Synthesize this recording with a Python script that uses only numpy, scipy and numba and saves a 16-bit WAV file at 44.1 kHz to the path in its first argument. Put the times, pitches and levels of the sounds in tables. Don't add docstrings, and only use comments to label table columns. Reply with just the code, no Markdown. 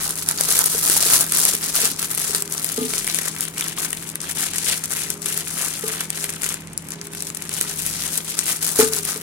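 import sys
import numpy as np
from scipy import signal
from scipy.fft import rfft, irfft, next_fast_len
from scipy.io import wavfile
from scipy.ndimage import uniform_filter1d
from numba import njit

SR = 44100
rng = np.random.default_rng(int(sys.argv[2]) if len(sys.argv) > 2 else 0)


def wav_out(sig):
    wavfile.write(sys.argv[1], SR, np.round(np.clip(np.atleast_2d(sig).T, -1, 1) * 32767).astype(np.int16))


N = 406679


def undb(db):
    return 10 ** (np.asarray(db) / 20)


def unit(x):
    return x / np.sqrt(np.mean(x ** 2))


def curve(table, hz):
    f, db = np.transpose(table)
    return np.interp(np.log(np.maximum(hz, 1)), np.log(f), db)


def shape(x, gain):
    size = next_fast_len(N + SR // 4)
    f = np.arange(size // 2 + 1) * SR / size
    return irfft(rfft(x, size) * gain(f), size)[..., :N]


def walk(rate):
    k = int(SR / rate)
    steps = np.repeat(rng.standard_normal(N // k + 1), k)
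    return 0.86 * uniform_filter1d(steps, k)[:N]


@njit
def rings(s, hz, t60, size, n, sr):
    y = np.zeros(n)
    for k in range(len(s)):
        turn = np.exp(2j * np.pi * hz[k] / sr - np.log(1000) / (t60[k] * sr))
        z, start = size[k] + 0j, int(s[k] * sr)
        for i in range(max(start, 0), min(start + int(t60[k] * sr), n)):
            y[i] += z.imag
            z *= turn
    return y


# (f/Hz, rms level/dB, depth of wavering/dB)
HUM_TONES = [(41.0, -67, 2), (45.0, -63, 9.5), (83.3, -61.5, 1.5), (88.4, -56, 5.5), (161.7, -43.5, 1.0),
             (203, -52, 1.5), (284.6, -54.5, 1), (406.6, -52.5, 5)]
# (f/Hz, level per Hz/dB)
AIR_SPECTRUM = [(15, -50), (25, -25), (107, -3), (161, 4.5), (248, 1), (361, 1.5), (403, -8), (449, -4.5),
                (749, -12.5), (881, -8.5), (1870, -17.5), (2150, -14.5), (4330, -29), (8490, -24),
                (15800, -90.5)]
AIR_DB = -43


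def kitchen():
    t = np.arange(N) / SR
    hum = np.zeros(N)
    for hz, db, waver_db in HUM_TONES:
        level = np.sqrt(2) * undb(db + waver_db * walk(5.5))
        hum += level * np.sin(2 * np.pi * hz * t + 0.92 * walk(5.))
    mid, side = rng.standard_normal((2, N))
    density = lambda hz: undb(curve(AIR_SPECTRUM, hz))
    air = shape(mid, density)
    wide = shape(side, lambda hz: density(hz) * np.clip(hz / 1500, .3, 1))
    return hum + undb(AIR_DB) * (air + wide * np.array([[1], [-1]])) / np.std(air)


PORT_LAG_S = 0.000099


def buckle(s, db, centre_hz, count, cycles, spread_s, focus_db, scatter_db):
    pitch = rng.random((len(s), count))
    order = rng.triangular(0, .3, 1, (len(s), 3, count))
    mix = rng.standard_normal((len(s), 3, count))
    hz = 350 * 46 ** ((np.arange(count) + pitch) / count)
    off_pitch_octaves = np.log2(hz / centre_hz[:, None])
    size = hz / 10000 * undb(db[:, None] - focus_db * off_pitch_octaves ** 2)
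    alike = 1 / (1 + (hz / 2000) ** 2)
    ports = []
    for k, lag_s in enumerate((PORT_LAG_S, 0)):
        delay = np.where(alike > .3, order[:, 2], order[:, k])
        start = s[:, None] + lag_s + spread_s * delay
        heard = size * undb(scatter_db * (alike * mix[:, 2] + (1 - alike) * mix[:, k]))
        ports.append(rings(start.ravel(), hz.ravel(), (cycles / hz).ravel(), heard.ravel(), N, 1. * SR))
    return np.array(ports)


STRAIN_S = 0.088


def crackle(per_s, bunch_db, tail_db, centre_hz, octaves, **ringing):
    when, rank, detune = rng.random((int(per_s * N / SR), 3)).T
    at = (when * N).astype(int)
    hz = centre_hz[at] * 2 ** (octaves[at] * (detune - .5))
    strain = uniform_filter1d(undb(2 * bunch_db), int(STRAIN_S * SR))
    bunched_db = (bunch_db - 10 * np.log10(strain))[at]
    return buckle(at / SR, bunched_db - tail_db[at] * np.log(rank + 0.0041), hz, **ringing)


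# (start t/s, held t/s, fine crease level/dB, level of larger folds relative to fine/dB)
SQUEEZES = [(0.01, 0.096, -22.5, -11.5), (0.18, 0.042, -26.5, -12), (0.29, 0.024, -22, -11.5),
            (0.41, 0.0079, -17, -14.5), (0.487, 0.12, -15, -14), (0.63, 0.15, -18, -16),
            (0.841, 0.25, -14, -18), (1.122, 0.031, -8, -16), (1.21, 0.0, -12.5, -14),
            (1.33, 0.16, -14.5, -16.5), (1.52, 0.026, -24.5, -13), (1.63, 0.05, -20, -13.5),
            (1.76, 0.11, -14.5, -15), (2.01, 0.021, -19.5, -11), (2.11, 0.17, -22, -14.5),
            (2.33, 0.045, -20.5, -13.5), (2.51, 0.47, -27.5, -12), (2.93, 0.064, -23.5, -13),
            (3.072, 0.21, -25.5, -8.5), (3.408, 0.021, -27, -8), (3.58, 0.11, -29.5, -7.5),
            (3.798, 0.057, -24.5, -7), (3.94, 0.15, -36.5, -8.5), (4.24, 0.065, -29.5, -6.5),
            (4.39, 0.066, -22.5, -8), (4.55, 0.038, -26.5, -10.5), (4.649, 0.079, -20, -8),
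            (4.831, 0.29, -32, -9.5), (4.92, 0.12, -25, -9.5), (5.252, 0.14, -25.5, -10),
            (5.48, 0.079, -29, -11), (5.59, 0.089, -22.5, -8.5), (5.74, 0.15, -31, -9),
            (5.88, 0.15, -29, -5.5), (6.16, 0.097, -28.5, -8), (6.34, 0.0047, -34.5, -8),
            (6.441, 0.063, -26, -6.5), (6.91, 0.016, -37.5, -8.5), (7.03, 0.025, -42.5, -4),
            (7.14, 0.14, -35, -15), (7.35, 0.31, -40, -6.5), (7.54, 0.18, -26.5, -10.5),
            (7.79, 0.38, -25.5, -12.5), (8.08, 0.082, -34, -13), (8.28, 0.16, -27.5, -11),
            (8.495, 0.0011, -14, -12), (8.63, 0.076, -19, -15), (8.803, 0, -10, -10.5),
            (8.93, 0.052, -21.5, -13), (9.091, 0, -18.5, -9.5), (9.19, 0.0, -33, -8.5)]
SWELL_DB_PER_S, EASE_DB_PER_S = 339, 227


def bursts(t, db, still_db):
    start, held = np.transpose(SQUEEZES)[:2, :, None]
    swell_db = SWELL_DB_PER_S * np.maximum(start - t, 0)
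    ease_db = EASE_DB_PER_S * np.maximum(t - start - held, 0)
    power = undb(2 * (db[:, None] - swell_db - ease_db))
    return 10 * np.log10(np.sum(power, axis=0) + undb(2 * still_db))


SETTLING_DB, SETTLING_FOLDS_DB = -50, -51.5


def handling():
    t = np.arange(N) / SR
    coarse = t[::64]
    creases_db, folds_db = np.transpose(SQUEEZES)[2:]
    fine_db = np.interp(t, coarse, bursts(coarse, creases_db, SETTLING_DB))
    loose_db = np.interp(t, coarse, bursts(coarse, creases_db + folds_db, SETTLING_FOLDS_DB))
    sparse = np.clip(0.7 - 0.057 * (fine_db + 20.5), .6, 1.7)
    slips_db = sparse * (3.25 * walk(110.) + 1.15 * walk(60.))
    return fine_db, loose_db, sparse, slips_db


# (f/Hz, level per Hz/dB)
FILM_RESPONSE = [(120, -27), (200, -19.5), (305, -9.5), (408, -7), (547, -7.5), (693, -8), (1080, -9.5),
                 (1290, -8), (2150, -8.5), (4100, -3.5), (6330, -1.5), (7890, -2), (10000, 2), (15800, -6)]


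def film_colour(x):
    return shape(x, lambda hz: undb(curve(FILM_RESPONSE, hz)))


# (t/s, mean f/Hz, full width of the spread/octaves)
CREASE_PITCH = [(0, 9100, 1.54), (1.8, 9360, 1.75), (3.1, 9000, 1.2), (4.5, 9200, 0.45), (6.4, 8440, 0.58),
                (9.2, 9000, 1.6)]
CREASES_PER_S = 1400


def fine_creases(fine_db, sparse, slips_db):
    when, hz, octaves = np.transpose(CREASE_PITCH)
    t = np.arange(N) / SR
    bunch_db = slips_db + 1.46 * walk(220.)
    centre_hz = np.interp(t, when, hz) * 2 ** (0.23 * walk(11.0))
    fine = crackle(CREASES_PER_S, bunch_db, 1.92 * sparse, centre_hz, np.interp(t, when, octaves),
                   count=14, cycles=4.3, spread_s=.0025, focus_db=19.0, scatter_db=6.0)
    return unit(film_colour(fine)) * undb(fine_db)


# (t/s, f/Hz)
AIR_POCKET = [(0.0, 1460), (2.62, 1800), (2.92, 2130), (3.54, 2070), (3.88, 2090), (7.06, 2000),
              (7.96, 2170), (8.81, 1700), (9.22, 1780)]
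FOLDS_PER_S = 500


def larger_folds(loose_db, sparse, slips_db, pocket_hz):
    centre_hz = pocket_hz * 2 ** (0.24 * walk(17.0))
    folds = crackle(FOLDS_PER_S, 0.5 * slips_db, 2.14 * sparse, centre_hz, np.full(N, 1.0),
                    count=16, cycles=13.0, spread_s=.003, focus_db=20.5, scatter_db=3.5)
    return unit(film_colour(folds)) * undb(loose_db)


# (t/s, peak level/dB, level of the dull part relative to the peak/dB, f/Hz)
LOUD_SNAPS = [(0.106, -7, -44, 9100), (0.155, -14, -30, 8000), (0.2226, -7, -37, 5970),
              (0.2874, 1.5, -32, 9100), (0.3107, -4.5, -36, 9340), (0.385, -6, -30, 5500),
              (0.409, 4, -40, 9400), (0.5896, 10, -31, 11700), (0.64, -4, -36, 9840), (0.659, 3, -46, 9610),
              (0.884, -6, -25, 9920), (0.8983, 5, -30, 9700), (0.965, -1, -28, 9700),
              (1.0995, -7, -19, 10400), (1.3209, -2.5, -22.5, 10400), (1.386, -2, -23, 10600),
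              (1.4514, 10, -33, 9450), (1.55, -0.5, -33, 11500), (1.754, -2, -20, 10500),
              (2.0266, -9, -18, 8180), (2.148, -7.5, -30, 11000), (2.1759, -5.5, -20, 9890),
              (2.3478, 3, -33, 6460), (2.422, -4, -28, 9250), (2.476, -12, -21, 6870),
              (2.5234, -7.5, -31, 8140), (2.5788, -5.5, -39, 6300), (2.644, -6, -26, 9400),
              (2.689, -7, -36, 6300), (2.726, -14, -33, 9600), (2.9358, -8.5, -21, 9160),
              (2.9803, -4.5, -31, 7150), (3.044, -13, -16, 10300), (3.0754, -8, -37, 9800),
              (3.145, -3, -26, 8600), (3.1865, -2, -20, 9200), (3.3371, -26, -18, 9510),
              (3.363, -14, -15.5, 9400), (3.407, -4, -31, 11100), (3.4516, -8, -25, 8300),
              (3.479, -19, -14, 8810), (3.581, -10, -27, 8870), (3.6084, -5, -17, 8950),
              (3.6818, -7.5, -24, 8400), (3.929, -7.5, -16.5, 9000), (4.155, -9.5, -18, 11300),
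              (4.215, -14.5, -29, 8390), (4.396, -10, -17, 8800), (4.558, -8.5, -20, 10200),
              (4.582, -9, -21, 8300), (4.691, -9, -22, 9000), (4.856, -10, -40, 10300),
              (5.102, 0, -27, 10000), (5.258, -8.5, -21, 11100), (5.375, -7, -30, 10800),
              (5.88, -9, -36, 9300), (6.0055, -5.5, -36, 8500), (6.1025, -7, -22, 8900),
              (6.173, -15, -12, 8520), (6.2173, -17, -27, 9080), (6.2405, -11, -13, 8510),
              (6.292, -13.5, -17, 6500), (6.302, -12, -29, 11000), (6.336, -15.5, -19, 10400),
              (6.4327, -7.5, -20, 7400), (6.442, -9, -21, 8000), (6.4627, -8, -20, 8700),
              (6.489, -4.5, -32, 8640), (6.541, -10.5, -21, 8500), (6.6717, -20, -23, 6800),
              (6.776, -7.5, -44, 10200), (6.8857, -16, -24, 9150), (6.905, -18, -21, 9800),
              (6.918, -17, -26, 7000), (7.013, -13.5, -25, 6640), (7.1336, -21, -13, 9560),
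              (7.1487, -15, -18, 11900), (7.2043, -10.5, -29, 6300), (7.222, -8, -31, 9890),
              (7.269, -13.5, -28, 7500), (7.3006, -18, -14, 8000), (7.347, -14, -36, 8250),
              (7.3718, -15.5, -36, 9180), (7.452, -16.5, -22, 9490), (7.492, -10.5, -22, 8140),
              (7.6108, 3, -25, 10100), (7.82, -11, -36, 9620), (8.036, -10, -22, 9600),
              (8.1763, -6.5, -27.5, 10250), (8.3893, 2, -28, 8290), (8.48, -5, -26, 10300),
              (8.6293, -12, -29, 10800), (8.7874, -5, -22, 7820), (8.9335, 1, -37, 6300),
              (9.051, -5, -41, 10200)]


def loud_snaps(pocket_hz):
    when, peak_db, dull_db, hz = np.transpose(LOUD_SNAPS)
    crack = buckle(when + 0.00037, peak_db - 0.5, hz,
                   count=40, cycles=10.3, spread_s=.0021, focus_db=23.0, scatter_db=5.5)
    body = buckle(when + 0.00034, peak_db + dull_db + 20.5, pocket_hz[(when * SR).astype(int)],
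                  count=24, cycles=32.0, spread_s=0.00198, focus_db=11.0, scatter_db=3.0)
    return film_colour(crack + body)


# (t/s, peak level/dB, f/Hz)
POPS_AND_CRACKLES = [(0.408, -18, 587), (0.487, -26, 463), (0.569, -24, 514), (0.748, -18.5, 448),
                     (0.897, -18.5, 355), (0.964, -16, 900), (1.03, -20, 670), (1.061, -19.5, 444),
                     (1.493, -26, 630), (1.539, -20.5, 414), (1.789, -21.5, 615), (2.297, -24, 420),
                     (2.9365, -13.5, 2200), (3.0765, -10, 2150), (3.1895, -14, 2000), (3.5793, -15, 2900),
                     (3.6235, -8, 3420), (3.7823, -19, 1150)]
POP_CYCLES = 16


def pops_and_pitched_crackles():
    when, peak_db, hz = np.transpose(POPS_AND_CRACKLES)
    return rings(when, hz, POP_CYCLES / hz, undb(peak_db - 2.0), N, 1. * SR)


# (t/s, left minus right level/dB)
BAG_PAN = [(0, -3.5), (1.5, -2.5), (3.2, 0.5), (6.2, 0.5), (7.0, -0.5), (8.0, 0), (9.2, -1)]


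def bag():
    t = np.arange(N) / SR
    pocket_hz = np.interp(t, *np.transpose(AIR_POCKET))
    fine_db, loose_db, sparse, slips_db = handling()
    film = fine_creases(fine_db, sparse, slips_db) + larger_folds(loose_db, sparse, slips_db, pocket_hz)
    film = film + loud_snaps(pocket_hz) + pops_and_pitched_crackles()
    pan_db = np.interp(t, *np.transpose(BAG_PAN))
    return film * undb(np.outer([.5, -.5], pan_db))


ROOM_T60_S = 0.16


def room(x):
    t = np.arange(SR // 2) / SR
    tail = rng.standard_normal((2, len(t))) * undb(-60 * t / ROOM_T60_S) * (t > .002)
    tail /= np.sqrt(np.sum(tail ** 2, axis=1, keepdims=True))
    tail = signal.sosfilt(signal.butter(1, 5000, fs=SR, output="sos"), tail)
    return signal.fftconvolve(x, tail, axes=1)[:, :N]


# (t/s, peak level/dB, fall of the modes below 430 Hz/dB per octave, negative for a rise)
KNOCKS = [(1.833, -17.5, -5), (2.7802, -9.5, -5.5), (2.8166, -20, -9), (5.8368, -12, 18.5), (8.7903, -2, 8),
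          (8.7973, -2, 7), (8.8267, -7, 3), (9.159, -22, 6)]
# (f/Hz, relative level/dB, 60 dB decay t/s)
BOWL_MODES = [(250, -3.5, 0.25), (272.4, -3, 0.22), (328, -4, 0.17), (406.3, 0, 0.081), (425, -3, 0.28),
              (440, -1, 0.33), (469, 2, 0.098), (572, -12.5, 0.06), (863, -5, 0.1), (1210, -3, 0.11)]
BOWL_LAG_S = 0.00025


def bowl():
    s, peak_db, tilt_db = np.transpose(KNOCKS)[:, :, None]
    hz, db, t60 = np.transpose(BOWL_MODES)
    size = -undb(peak_db + db + tilt_db * np.log2(np.minimum(hz / 430, 1)) - 17.5)
    same = np.ones_like(size)
    ring = rings((s * same).ravel(), (hz * same).ravel(), (t60 * same).ravel(), size.ravel(), N, 1. * SR)
    ring = ring * undb(2.7 * walk(45.))
    ring = signal.sosfilt(signal.butter(2, [190, 1600], "band", fs=SR, output="sos"), ring)
    return np.array([np.roll(ring, int(BOWL_LAG_S * SR)), ring])


BAG_ROOM_DB, BOWL_ROOM_DB = -7, -4


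def scene():
    film, steel = bag(), bowl()
    echoes = room(undb(BAG_ROOM_DB) * film + undb(BOWL_ROOM_DB) * steel)
    return film + steel + echoes + kitchen()


# (f/Hz, left minus right level/dB)
PORT_BALANCE = [(60, -6.5), (110, 1), (200, -2.5), (380, 0), (700, -1), (1290, -2.5), (2380, 2.5),
                (4400, 0.5), (8120, 10.5), (15000, 1)]
TOP_HZ = 15900


def record(dry):
    ports = shape(dry, lambda hz: undb(np.outer([.5, -.5], curve(PORT_BALANCE, hz))))
    top_cut = signal.ellip(12, .2, 75, TOP_HZ, fs=SR, output="sos")
    return signal.sosfilt(top_cut, np.clip(ports, -1, 1))


dry = scene()
out = record(dry)
wav_out(out)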